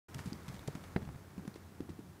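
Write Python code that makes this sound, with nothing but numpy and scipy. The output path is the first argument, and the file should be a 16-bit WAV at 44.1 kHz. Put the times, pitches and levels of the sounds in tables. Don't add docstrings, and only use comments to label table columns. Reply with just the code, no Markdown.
import sys
import numpy as np
from scipy import signal
from scipy.fft import rfft, irfft
from scipy.io import wavfile

SR = 44100
rng = np.random.default_rng(int(sys.argv[2]) if len(sys.argv) > 2 else 0)


def wav_out(sig):
    wavfile.write(sys.argv[1], SR, np.round(np.clip(np.atleast_2d(sig).T, -1, 1) * 32767).astype(np.int16))


N = 97020
T = np.arange(N) / SR

# (frequency [Hz], relative density [dB])
AIR_SPECTRUM = [(15, -78), (25, -49), (45, -5), (64, -29.5), (99, -2), (133, -1.5), (178, 1), (227, -6),
                (274, -5), (399, -8.5), (500, -18), (700, -16.5), (1600, -22), (2900, -29.5), (14300, -35),
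                (15500, -35)]
# (time [s], level before the high-pass [dB])
WIND_LEVELS = [(.08, -58.5), (.5, -57), (.9, -55.5), (1.12, -54), (1.3, -72), (2.2, -68)]
# (time [s], level [dB])
RUSTLE_LEVELS = [(.08, -60.5), (.24, -57), (.4, -59), (.53, -56), (.66, -60), (.82, -58), (1., -61.5),
                 (1.25, -67), (1.5, -65), (2.2, -78.5)]
# (frequency [Hz], relative density [dB])
RUSTLE_SPECTRUM = [(100, -7), (200, -8.5), (420, 4), (700, 1.5), (1300, 1), (2250, -5), (2800, -11.5),
                   (6000, -13.5), (10000, -17.5), (15000, -21)]
# (time [s], level [dB], frequency [Hz], decay [s], splintering [dB re the ring])
TWIG_SNAPS = [(0.1917, -31, 1450, 0.00037, -23), (.331, -33.5, 4820, 0.00078, -6),
              (0.435, -49, 6000, .0003, 2), (0.4899, -41.5, 4170, 0.00025, -6),
              (0.5935, -39.5, 3720, 0.00059, -2), (1.542, -47.5, 4350, 0.0009, -3)]
# (time [s], level [dB], decay [s], treble corner [Hz])
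LITTER_CRUNCHES = [(.1455, -45.5, 0.0034, 10300), (0.184, -54.5, 0.03, 9000), (0.1906, -51, 0.011, 1100),
                   (0.257, -55, 0.036, 8250), (.322, -59, 0.0034, 1510), (0.4817, -49.5, 0.0094, 6740),
                   (0.541, -56, 0.015, 4900), (.565, -54, 0.002, 3000), (0.677, -45.5, 0.0054, 8700),
                   (0.7523, -45, 0.0036, 2280), (.812, -64, 0.0037, 2000), (0.8392, -50, 0.0038, 1750),
                   (0.9652, -52, 0.0033, 2460), (1.016, -55, 0.0071, 1200), (1.052, -53.5, 0.0019, 1760),
                   (1.3795, -60.5, 0.0066, 2000), (1.451, -64, 0.0051, 2000), (1.4778, -45, 0.0018, 13900),
                   (1.557, -54.5, 0.0071, 3000), (1.806, -55.5, 0.0023, 2600), (1.893, -58, 0.01, 3940),
                   (1.9042, -55, 0.0023, 5000), (1.992, -61, 0.0064, 4000)]
# (frequency [Hz], relative level [dB], time to fall 60 dB [s])
HOOF_MODES = [(378, 2, 0.037), (463, -6, 0.055), (657, -1.5, 0.031), (753, -20.5, 0.077), (1240, 7, 0.0062),
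              (1444, -22, 0.028), (1860, -7.5, 0.028), (2126, -3.5, 0.02), (2630, -15, 0.023),
              (4050, -16.5, 0.021), (4770, -18.5, 0.021)]
# (time [s], level [dB], frequency [Hz], decay [cycles], clods [dB re the blow])
HOOF_BLOWS = [(0.15, -40, 190, 0.58, -5.5), (.158, -35, 137, 1.47, -41), (0.185, -47, 169, 0.88, -9),
              (0.193, -45, 201, 0.48, -14), (0.207, -38, 142, 0.78, -35), (0.2613, -33, 203, 1.34, -28),
              (.277, -31.5, 159, 0.6, -48), (0.3243, -29.5, 216, 0.62, -35), (0.339, -38, 188, .8, -29),
              (.361, -41.5, 170, 1.2, -24), (0.4854, -35, 147, 0.95, -21), (0.501, -37, 139, 1.15, -18),
              (0.5445, -38.5, 187, 1.7, -28), (0.6816, -29.5, 149, 1.4, -23.5),
              (0.6852, -27.5, 454, 0.33, -37), (0.7554, -29.5, 183, 0.37, -13),
              (0.773, -41, 140, 0.48, -35), (0.9644, -21, 167, 0.4, -23.5), (.982, -33.5, 119, 0.8, -16),
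              (1.022, -35.5, 184, 0.73, -11.5), (1.031, -31.5, 131, 0.43, -20),
              (1.079, -33, 115, 0.24, -20.5), (1.092, -33.5, 118, 0.31, -14.5),
              (1.148, -39.5, 145, 0.24, -10), (1.162, -35.5, 115, 0.33, -19),
              (1.3814, -32.5, 206, 0.73, -18), (1.397, -37.5, 168, 1, -21), (1.453, -39, 273, 1.1, -8.5),
              (1.4794, -30.5, 194, 1.23, -17), (1.5599, -38.5, 343, 1.3, -13),
              (1.8062, -27, 285, 0.85, -30), (1.850, -44, 237, 1.3, -19), (1.892, -39.5, 332, 3.6, -15.5),
              (1.9054, -33, 167, 0.39, -27), (1.9927, -35.5, 273, 0.8, -34), (2.123, -61, 205, 0.31, -26)]

AIR_DB, DRONE_DB = -56, -59
CRUNCH_ATTACK_S, CRUNCH_LOW_HZ, CRUNCH_TOP_HZ = 0.0011, 530, 10650
SCATTER_DB, SCATTER_S = -24, 0.061
KNOCK_AT_S, KNOCK_RISE_S, KNOCK_DB, GRIT_DB = .9626, 0.00031, -29, -35.5
PUSH_CYCLES, SHUDDER_DB, SHUDDER_S = 0.46, -22, 0.047


def undb(db):
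    return 10 ** (np.asarray(db) / 20)


def unit(x):
    return x / np.std(x)


def curve(rows):
    return undb(np.interp(T, *np.array(rows).T))


def cut(x, hz, kind, order=2):
    return signal.sosfilt(signal.butter(order, hz, kind, fs=SR, output="sos"), x)


def ring(x, hz, width_hz):
    b, a = signal.iirpeak(hz, hz / width_hz, fs=SR)
    return signal.lfilter(b, a, signal.lfilter(b, a, x))


def colour(x, points):
    hz, db = np.array(points).T
    bin_hz = np.maximum(np.arange(N // 2 + 1) * SR / N, 1)
    gain = undb(np.interp(np.log(bin_hz), np.log(hz), db))
    return unit(irfft(rfft(x) * gain, N))


def burst(at, attack_s, decay_s):
    age = T - at
    return np.exp(-(np.minimum(age, 0) / attack_s) ** 2 - np.minimum(np.maximum(age, 0) / decay_s, 20))


def grains(per_s=10000, spread_db=6):
    size = undb(spread_db * np.minimum(rng.exponential(size=N), 4))
    return (rng.random(N) < per_s / SR) * size * rng.choice([-1, 1], N)


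def yard():
    air = undb(AIR_DB) * colour(rng.standard_normal(N), AIR_SPECTRUM)
    drone = undb(DRONE_DB) * unit(ring(rng.standard_normal(N), hz=87, width_hz=20))
    wind = curve(WIND_LEVELS) * unit(ring(rng.standard_normal(N), hz=67, width_hz=89))
    return air + drone + cut(wind, 57, "high", order=4)


def rustle():
    return colour(grains(per_s=6000, spread_db=2.5), RUSTLE_SPECTRUM) * curve(RUSTLE_LEVELS)


def twigs():
    out = np.zeros(N)
    for at, db, hz, decay_s, splinter_db in TWIG_SNAPS:
        wood = np.cos(2 * np.pi * hz * (T - at))
        splinter = undb(splinter_db) * cut(rng.standard_normal(N), hz, "high")
        out += undb(db) * (wood + splinter) * burst(at, attack_s=0.000067, decay_s=decay_s)
    return cut(out, CRUNCH_TOP_HZ, "low")


def litter():
    out = np.zeros(N)
    for at, db, decay_s, corner_hz in LITTER_CRUNCHES:
        crackle = cut(grains(), corner_hz, "low", order=1)
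        crackle = unit(cut(crackle, CRUNCH_LOW_HZ, "high"))
        crush = burst(at, CRUNCH_ATTACK_S, decay_s)
        scatter = undb(SCATTER_DB) * burst(at, CRUNCH_ATTACK_S, SCATTER_S)
        out += undb(db) * crackle * (crush + scatter)
    return cut(out, CRUNCH_TOP_HZ, "low")


def hoof_knock():
    age = np.maximum(T - KNOCK_AT_S, 0)
    modes = sum(undb(db - 60 * age / t60) * np.sin(2 * np.pi * hz * age) for hz, db, t60 in HOOF_MODES)
    onset = 1 - np.exp(-(age / KNOCK_RISE_S) ** 2)
    knock = cut(modes * onset, 5370, "low", order=6)
    grit = cut(grains(), 2020, "low", order=8)
    grit = unit(cut(grit, CRUNCH_LOW_HZ, "high"))
    grit *= burst(KNOCK_AT_S + KNOCK_RISE_S, CRUNCH_ATTACK_S, decay_s=0.0019)
    return undb(KNOCK_DB) * knock + undb(GRIT_DB) * grit


def hoof_thuds():
    thuds, shudder_power, crumbling = np.zeros((3, N))
    for at, db, hz, cycles, clod_db in HOOF_BLOWS:
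        thuds -= undb(db) * burst(at, PUSH_CYCLES / hz, cycles / hz) * np.sin(2 * np.pi * hz * (T - at))
        shudder_power += (undb(db) * burst(at + 1 / hz, 1 / hz, SHUDDER_S)) ** 2
        crumbling += undb(db + clod_db) * burst(at - .25 / hz, CRUNCH_ATTACK_S, decay_s=0.0026)
    soil = unit(ring(rng.standard_normal(N), hz=155, width_hz=212))
    clods = unit(ring(grains(), hz=713, width_hz=920))
    return thuds + undb(SHUDDER_DB) * np.sqrt(shudder_power) * soil + crumbling * clods


def scene():
    return (hoof_thuds() + hoof_knock() + litter() + twigs() + rustle() + yard())[None]


def record(dry):
    start_s, fade_s, top_hz = .083, .003, 15600
    gate = np.clip((T - start_s) / fade_s, 0, 1)
    return signal.sosfilt(signal.ellip(10, .2, 70, top_hz, fs=SR, output="sos"), dry * gate)


dry = scene()
out = record(dry)
wav_out(out)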